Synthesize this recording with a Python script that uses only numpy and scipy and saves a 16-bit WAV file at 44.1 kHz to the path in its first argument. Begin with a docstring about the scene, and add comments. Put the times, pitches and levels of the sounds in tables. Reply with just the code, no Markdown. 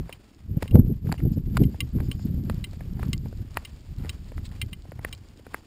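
"""A walk along a bare sandstone ridge, heard close and without echo on a small cased camera in the hand.
From the start shoes tap and grind on the gritty rock, and a loose buckle ticks on the plastic case.
Within the first second gusts buffet the microphone. After two seconds they ease and the rock gets
sandier, with more grains cracking underfoot; by the end the wind has almost dropped.
Throughout, the camera's coarse sampling gives every sound a glassy top."""
import sys
import numpy as np
from scipy import signal
from scipy.fft import rfft, irfft, next_fast_len
from scipy.io import wavfile
from scipy.ndimage import uniform_filter1d

SR = 44100
rng = np.random.default_rng(int(sys.argv[2]) if len(sys.argv) > 2 else 0)


def persist_wave(psi):
    """Save psi, clipped to +-1, as 16-bit WAV."""
    counts = np.round(np.clip(psi, -1, 1) * 32767).astype(np.int16)
    wavfile.write(sys.argv[1], SR, np.atleast_2d(counts).T)


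N = 249606
T = np.arange(N) / SR

# footfalls, about two a second: (time [s], heel thud [dB], heel clack [dB], grit [dB], clack pitch [Hz],
# heel-to-sole lag [s], sole clack [dB], grinding [dB], scuff [dB])
FOOTFALLS = [(0.093, -30.5, -35, -61, 1050, 0.0073, -45, -56, -61),
             (0.623, -20, -24, -31, 1100, 0.0041, -27, -60.5, -58.5),
             (1.117, -36, -23, -57, 1230, 0.0066, -22.5, -57.5, -56),
             (1.569, -36, -13.5, -23, 1290, 0.0048, -24.5, -60, -56.5),
             (2.002, -30, -30, -54, 1330, .005, -43, -61, -60),
             (2.497, -23, -22.5, -30, 1750, .004, -44, -65, -60.5),
             (3.029, -30.5, -27, -60, 1240, .005, -42, -52, -58),
             (3.57, -24.5, -13, -25, 1510, .003, -41, -55.5, -57),
             (4.047, -32, -37.5, -56, 1100, .009, -43.5, -52.5, -58.5),
             (4.521, -44, -57, -44, 1000, 0.0063, -54, -61, -60),
             (5.047, -25.5, -16.5, -34, 1720, 0.0024, -45, -55.5, -59),
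             (5.543, -25, -15, -58, 1500, 0.0018, -45, -57, -59.5)]
# single eddies that hit the microphone port: (time [s], level [dB], frequency [Hz])
EDDIES = [(0.515, -18, 99), (0.572, -13.5, 170), (0.7565, 2, 120), (0.7964, -5.5, 135), (0.915, -17.5, 150),
          (1.051, -18, 121), (1.1, -12.5, 127), (1.254, -11.5, 157), (1.32, -13, 148), (1.38, -10.5, 140),
          (1.6172, -6, 180), (1.656, -10.5, 152), (1.963, -13.5, 148), (2.087, -17, 107), (2.255, -18, 158),
          (3.09, -21, 140), (3.256, -22, 143), (4.382, -23.5, 59.5), (4.635, -23, 75)]
# steady rustle of the walker's clothes: (time [s], level [dB])
CLOTHES = [(0, -63), (0.5, -64), (1.45, -62.5), (1.8, -60), (3.3, -60), (4.5, -59.3), (4.85, -61.5),
           (5.66, -62)]


def steps(graze_db=-23, graze_lead_s=0.006, sole_hz=925):
    """The tread brushes the sand, the heel lands and the sole follows; lighter taps fall in between."""
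    # light, dull taps of the shoes: (time [s], clack [dB], thud [dB], clack pitch [Hz])
    taps = [(0.656, -42, -37, 1250), (1.069, -39, -47, 1510), (1.091, -42, -30.5, 1290),
            (1.14, -35, -36, 980), (1.201, -38, -43, 1300), (1.744, -41.5, -34, 905),
            (1.984, -42, -46, 915), (2.193, -43, -43, 960), (2.732, -47.5, -40.5, 1120),
            (2.806, -38, -37.5, 1820), (2.993, -37, -32.5, 1140), (3.257, -41.5, -34, 940),
            (3.326, -44, -36, 900), (4.318, -41, -35.5, 915), (4.378, -33, -41.5, 1760),
            (4.853, -52, -40, 900), (4.918, -36.5, -33.5, 1580), (4.991, -37, -35, 1100),
            (5.394, -60, -39.5, 900), (5.465, -37.5, -34.5, 1450)]
    out = np.zeros(N)
    for s, thud_db, clack_db, grit_db, pitch_hz, lag_s, sole_db, *_ in FOOTFALLS:
        graze = band(rng.standard_normal(SR // 80), 500, 4500) * np.hanning(SR // 80)
        add(out, s - graze_lead_s, from_db(clack_db + graze_db) * peak_one(graze))
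        add(out, s, shoe(thud_db, clack_db, grit_db, pitch_hz))
        add(out, s + lag_s, shoe(sole_db + 1, sole_db, sole_db + 0.5, sole_hz))   # lower than the heel
    for s, clack_db, thud_db, pitch_hz in taps:
        add(out, s, shoe(thud_db, clack_db, clack_db - 14, pitch_hz, crush_s=0.0024, crush_db=-13))
    return out


def shoe(thud_db, clack_db, grit_db, pitch_hz, crush_s=0.0018, crush_db=-18):
    """Each contact gives a thud of the heel, a dry clack of the sole and a spit of grit."""
    # resonances of a sole on rock: (multiple of the clack pitch, width [Hz], relative level [dB])
    sole_modes = [(.72, 450, -42.5), (1.05, 570, 28), (1.55, 600, 13)]
    t = np.arange(SR // 16) / SR
    force = contact(t, crush_s, crush_db)
    thud = band(band(force, 200, 740), 150, 880, order=1)
    sole = sum(from_db(db) * resonate(force, ratio * pitch_hz, width) for ratio, width, db in sole_modes)
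    clack = band(sole, 660, 2420, order=4)   # rubber swallows the treble
    grit = band(contact(t, crush_s=0.0014, crush_db=-17.5), 2670, 4840)
    return (from_db(thud_db) * peak_one(thud)
            + from_db(clack_db) * peak_one(clack)
            + from_db(grit_db) * peak_one(grit))


def contact(t, crush_s, crush_db, touch_s=0.0012):
    """Grains begin to crush, the hard touch follows, and the crushing dies away."""
    weight = np.minimum(t / touch_s, 1) * np.exp(-np.maximum(t - touch_s, 0) / crush_s)
    force = from_db(crush_db) * rng.standard_normal(len(t)) * weight
    force[int(touch_s * SR)] += 1
    return force


def buckle(bounce_s=0.004, bounce_db=-6, usual_brightness_db=-11, grip_detune=0.0035):
    """Right by the microphone the buckle hits the case and bounces once; the grip shifts the modes."""
    # knocks of the buckle: (time [s], level [dB], brightness [dB])
    knocks = [(0.126, -31, -13), (0.678, -36, -13), (0.7097, -38.5, -12.5), (1.179, -44.5, -21),
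              (1.6362, -35, -10.5), (1.8047, -17, -11), (2.1139, -27.5, -11.5), (2.6413, -28, -12),
              (3.1309, -21, -10), (3.6497, -33, -11), (4.0935, -24.5, -9.5), (4.6149, -20.5, -12),
              (4.73, -32, -13.5), (5.1268, -29, -10)]
    # modes of the plastic case: (frequency [Hz], relative level [dB], time to fall 60 dB [s])
    case_modes = [(1132, -19.5, 0.059), (1580, -22, 0.035), (2082, -4, 0.039), (2390, -6.5, 0.035),
                  (2747, 3, 0.012), (2811, 3.5, 0.024), (3060, -4.5, 0.039), (3178, -5, 0.037),
                  (3630, 3.5, 0.0048), (3820, -6, 0.019), (3910, -4, 0.027), (4255, -13, 0.019),
                  (4384, -15.5, 0.04), (5150, -14, 0.022), (5233, 6.5, 0.0062)]
    out, t = np.zeros(N), np.arange(SR // 12) / SR
    rest_hz, mode_db, t60 = np.transpose(case_modes)[:, :, None]
    for s, db, bright_db in knocks:
        hz = rest_hz * (1 + grip_detune * rng.standard_normal(rest_hz.shape))
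        octaves_up = np.log2(np.maximum(hz / 2800, 1))
        tilt_db = 4.0 * (bright_db - usual_brightness_db) * octaves_up   # hard touches wake upper modes
        shell = 0
        for delay_s, touch_db in [(0, 0), (bounce_s * rng.uniform(0.611, 1.0), bounce_db)]:
            age = np.maximum(t - delay_s, 0)
            strength = from_db(mode_db + tilt_db + touch_db + rng.normal(0, 1.7, hz.shape))
            phase = 2 * np.pi * (hz * age + rng.random(hz.shape))
            rings = strength * np.sin(phase) * np.exp(-np.log(1000) * age / t60)
            onset = 1 - np.exp(-age / 0.00071)   # the shell takes a moment to speak
            shell = shell + rings.sum(axis=0) * onset
        skid = band(rng.standard_normal(len(t)), 1240, 5300) * t * np.exp(-t / 0.0016)
        add(out, s, from_db(db + 3.0) * (peak_one(shell) + from_db(-10.5) * peak_one(skid)))
    return out


def buffets():
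    """An eddy sucks at the diaphragm: a trough between lesser crests, steep-fronted if it is strong."""
    out, t = np.zeros(N), np.arange(-SR // 50, SR // 50) / SR
    front = np.tanh((t + 0.0008) / 0.00006) - 1
    for s, db, hz in EDDIES:
        steepness = 0.04 * min(from_db(db), 1) ** 8
        phase_squared = (np.pi * hz * t + steepness * front) ** 2
        add(out, s + t[0], from_db(db) * (2 * phase_squared - 1) * np.exp(-phase_squared))
    return out


def wind(ceiling_db=-13.5, usual_db=-25.5, calm_flutter_db=-57.5, puff_db=-22, puff_s=0.018):
    """Faster air sheds smaller eddies: sway and rumble in the breeze, boom, flutter and roar in gusts."""
    # strength of the air over the microphone: (time [s], level [dB])
    airflow = [(0.02, -26.5), (0.1, -48.5), (0.33, -60), (0.52, -30.5), (0.58, -23.5), (0.6, -49),
               (0.63, -26.5), (0.68, -42), (0.74, -10.5), (0.79, -12.5), (0.84, -25), (0.91, -20),
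               (0.99, -39), (1.1, -20.5), (1.15, -38.5), (1.25, -18), (1.34, -32.5), (1.38, -20.5),
               (1.42, -36), (1.48, -25), (1.51, -28.5), (1.62, -14.5), (1.78, -37.5), (1.82, -26.5),
               (1.92, -37.5), (1.95, -22.5), (2.22, -33), (2.25, -25.5), (2.52, -27), (2.72, -37.5),
               (3.08, -26), (3.35, -36.5), (3.41, -29), (3.48, -41.5), (3.57, -35), (3.66, -50.5),
               (3.74, -37.5), (3.84, -50), (3.92, -33), (3.95, -44), (3.99, -30), (4.32, -42.5),
               (4.37, -33.5), (4.57, -39), (4.64, -33), (4.84, -46.5), (5.01, -36.5), (5.38, -53),
               (5.57, -47), (5.66, -62)]
    # spectra of the wind's five layers, lowest first: (frequency [Hz], relative level [dB])
    sway_spectrum = [(15, -14), (25, -7.5), (38, 2.5), (55, -20.5), (80, -21)]
    rumble_spectrum = [(30, -30), (50, -3.5), (70, 2), (100, -0.5), (130, -12), (200, -18.5)]
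    boom_spectrum = [(70, -3), (105, -7), (125, 4), (155, -5), (195, -6), (250, -13.5), (400, -39)]
    flutter_spectrum = [(120, -20), (200, 4.5), (270, 1.5), (360, -3.5), (470, -16.5), (600, -28),
                        (800, -36.5)]
    roar_spectrum = [(300, -8.5), (450, 10), (600, -2), (800, -9), (1100, -24), (1600, -39.5)]
    wind_db = np.minimum(in_time(airflow), ceiling_db)   # anything stronger arrives as single eddies
    gust_db = -39.5 + 1.48 * (wind_db - usual_db)   # flutter grows faster than the wind
    # each eddy breaks up in a short puff of flutter
    puffs = swells([(s, db + puff_db) for s, db, _ in EDDIES], lambda t: np.exp(-(t / puff_s) ** 2))
    flutter_db = 10 * np.log10(from_db(gust_db) ** 2 + puffs ** 2 + from_db(calm_flutter_db) ** 2)
    breeze_db = uniform_filter1d(wind_db, SR // 16)
    boom_share = np.interp(wind_db, [-36, -24], [0.1, 0.75])
    sway = from_db(0.82 * breeze_db - 15) * coloured(rng.standard_normal(N), sway_spectrum)
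    rumble_gain = np.sqrt(1 - boom_share) * from_db(wind_db - 0.03)
    rumble = rumble_gain * turbulence(rumble_spectrum, even_s=0.049, lumpy_db=6)
    boom = np.sqrt(boom_share) * from_db(wind_db - 1) * turbulence(boom_spectrum, even_s=0.052)
    flutter = from_db(flutter_db) * turbulence(flutter_spectrum, even_s=0.052)
    roar = from_db(1.433 * flutter_db - 4) * turbulence(roar_spectrum, even_s=0.083)
    return sway + rumble + boom + flutter + roar


def turbulence(spectrum, even_s, lumpy_db=7):
    """Low noise broken into quick lumps, with its slow level evened out."""
    lumps = coloured(rng.standard_normal(N), spectrum) * from_db(lumpy_db * drift(35))
    slow_power = uniform_filter1d(lumps * lumps, int(even_s * SR))
    return lumps / np.sqrt(slow_power + 1e-4)


def cracks(sandy_from_s=2.1, small_per_s=8):
    """A grain gives way in one thin, bright snap; on the sandier rock small ones do so at random."""
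    # single sand grains that crack underfoot: (time [s], level [dB])
    grains = [(0.3466, -50.5), (1.8895, -48), (2.2268, -49), (3.0343, -45), (3.0819, -43), (3.1777, -39),
              (3.5426, -45), (3.7618, -50), (5.0913, -42), (5.1484, -41)]
    out, t = np.zeros(N), np.arange(SR // 50) / SR
    slots = np.arange(sandy_from_s, N / SR, 1 / small_per_s)
    small_grains = [(s + rng.random() / small_per_s, rng.normal(-47.5, 0.5)) for s in slots]
    for s, db in list(grains) + small_grains:
        snap = band(contact(t, crush_s=0.0012, crush_db=-20), 3700, 6500)
        add(out, s, from_db(db + 6.5) * peak_one(snap))
    return out


def grinding(rough_db=5, fade_s=0.05):
    """Rubber grinds roughly on the rock around the moment of each footfall."""
    pressure = swells([(s, db) for s, *_, db, scuff_db in FOOTFALLS],
                      lambda t: np.exp(-np.abs(t) / fade_s))
    friction = rng.standard_normal(N) * from_db(rough_db * drift(120))
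    return pressure * rms_one(resonate(friction, hz=950, width_hz=690))


def slides():
    """A sole hisses over sand: friction noise in one resonance, swelling and fading with the stroke."""
    # slides of a sole: (middle [s], half length [s], level [dB], frequency [Hz], width [Hz])
    strokes = [(1.336, .027, -58, 4900, 900), (2.055, 0.042, -59, 4950, 600), (2.214, .085, -59, 5100, 600),
               (4.459, 0.021, -45.5, 3570, 2420)]
    out = np.zeros(N)
    for s, half_s, db, hz, width_hz in strokes:
        stroke = np.hanning(int(2 * half_s * SR))
        rub = rms_one(resonate(rng.standard_normal(SR // 2), hz, width_hz))[:len(stroke)]
        add(out, s - half_s, from_db(db) * stroke * rub)
    return out


def scuff(lead_s=0.088, hold_s=0.037, decay_s=0.14):
    """A soft rustle swells as each foot takes the weight, and fine sand crackles more often with it."""
    tread = swells([(s, db) for s, *_, db in FOOTFALLS],
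                   lambda t: np.clip(t / lead_s + 1, 0, 1) * np.exp(-np.maximum(t - hold_s, 0) / decay_s))
    level_db = 20 * np.log10(np.hypot(from_db(in_time(CLOTHES)), tread))
    # spectrum of rubbing sand and cloth: (frequency [Hz], relative level [dB])
    rustle_spectrum = [(300, 10), (600, 6.5), (1000, 2), (2000, -0.5), (3000, -0.5), (4000, -4), (5000, -2),
                       (6000, 1)]
    rustle = coloured(rng.standard_normal(N) * from_db(2.6 * drift(30)), rustle_spectrum)
    grains_per_s = 110 * from_db(1.5 * (level_db - np.mean(level_db)))
    sizes = from_db(2.7 * np.minimum(rng.exponential(1, N), 3)) * rng.choice([-1, 1], N)
    grains = sizes * (rng.random(N) < grains_per_s / SR)
    crackle = rms_one(band(grains + 1e-18, 4520, 4830))
    return from_db(level_db) * (rustle + from_db(-14.5) * crackle)


def swishes(after_s=0.26, swing_s=0.15):
    """Cloth brushes as the legs pass after each footfall, fainter when the clothes rustle less."""
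    strokes = swells([(s + after_s, -66.5) for s, *_ in FOOTFALLS], lambda t: np.exp(-(t / swing_s) ** 2))
    cloth_db = in_time(CLOTHES)
    rub = rms_one(resonate(rng.standard_normal(N), hz=3600, width_hz=3100))
    return from_db(2 * (cloth_db - cloth_db.max())) * strokes * rub


def swells(events, shape):
    """One smooth shape, a function of the time since the event, laid at every (time [s], level [dB])."""
    t = T[::64]
    return np.interp(T, t, sum(from_db(db) * shape(t - s) for s, db in events) + 1e-9)


def drift(rate_hz):
    """A random wander of rms 1, mostly slower than rate_hz."""
    spectrum = rng.standard_normal(1000) + 1j * rng.standard_normal(1000)
    hz = np.arange(len(spectrum)) * SR / N
    slow = irfft(spectrum / (1 + (hz / rate_hz) ** 2), 8192)
    return np.interp(T, np.linspace(0, N / SR, len(slow)), rms_one(slow))


def coloured(x, spectrum):
    """Give a steady sound a spectrum that falls away at both ends; rms 1."""
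    hz, db = np.transpose(spectrum)
    size = next_fast_len(N)
    log_hz = np.log(np.arange(size // 2 + 1) * SR / size + 1)
    log_corners = np.log(np.r_[hz[0] / 2, hz, hz[-1] * 2])
    gain = from_db(np.interp(log_hz, log_corners, np.r_[db[0] - 40, db, db[-1] - 60]))
    return rms_one(irfft(rfft(x, size) * gain, size)[:N])


def resonate(x, hz, width_hz):
    """A resonance with gain 1 at its peak."""
    r = np.exp(-np.pi * width_hz / SR)
    feedback = [1, -2 * r * np.cos(2 * np.pi * hz / SR), r * r]
    return signal.lfilter(np.array([1, 0, -1]) * (1 - r * r) / 2, feedback, x)


def band(x, low_hz, high_hz, order=2):
    """Causal band-pass."""
    return signal.sosfilt(signal.butter(order, [low_hz, high_hz], "band", fs=SR, output="sos"), x)


def add(out, s, sound):
    """Mix a sound in at time s."""
    at = int(np.clip(round(s * SR), 0, N - 1))
    out[at:at + len(sound)] += sound[:N - at]


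def in_time(curve):
    """A (time [s], level [dB]) curve at every sample."""
    return np.interp(T, *np.transpose(curve))


def from_db(db):
    """Decibels to gain."""
    return np.exp(np.asarray(db) * (np.log(10) / 20))


def rms_one(x):
    """Scale to rms 1."""
    return x / np.sqrt(np.mean(x ** 2) + 1e-20)


def peak_one(x):
    """Scale to peak 1."""
    return x / (np.max(np.abs(x)) + 1e-20)


def scene():
    """Everything reaches one hand-held microphone from close by; the open ridge gives no echo."""
    air = wind() + buffets()
    walker = steps() + grinding() + slides() + swishes() + buckle() + scuff() + cracks()
    return (air + walker)[None]


def record(dry):
    """The camera holds 12 kHz samples, mirroring the sound faintly around 12 kHz; it clips, then cuts."""
    narrow = signal.sosfiltfilt(signal.butter(12, 5650, fs=SR, output="sos"), dry)
    coarse = signal.resample_poly(narrow, 48000, SR, axis=-1)[:, ::4]
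    held = signal.resample_poly(np.repeat(coarse, 4, axis=-1), SR, 48000, axis=-1)[:, :N]
    top_cut = signal.ellip(8, 0.3, 70, 15500, fs=SR, output="sos")
    return signal.sosfilt(top_cut, np.clip(held, -1, 1))


dry = scene()
out = record(dry)
persist_wave(out)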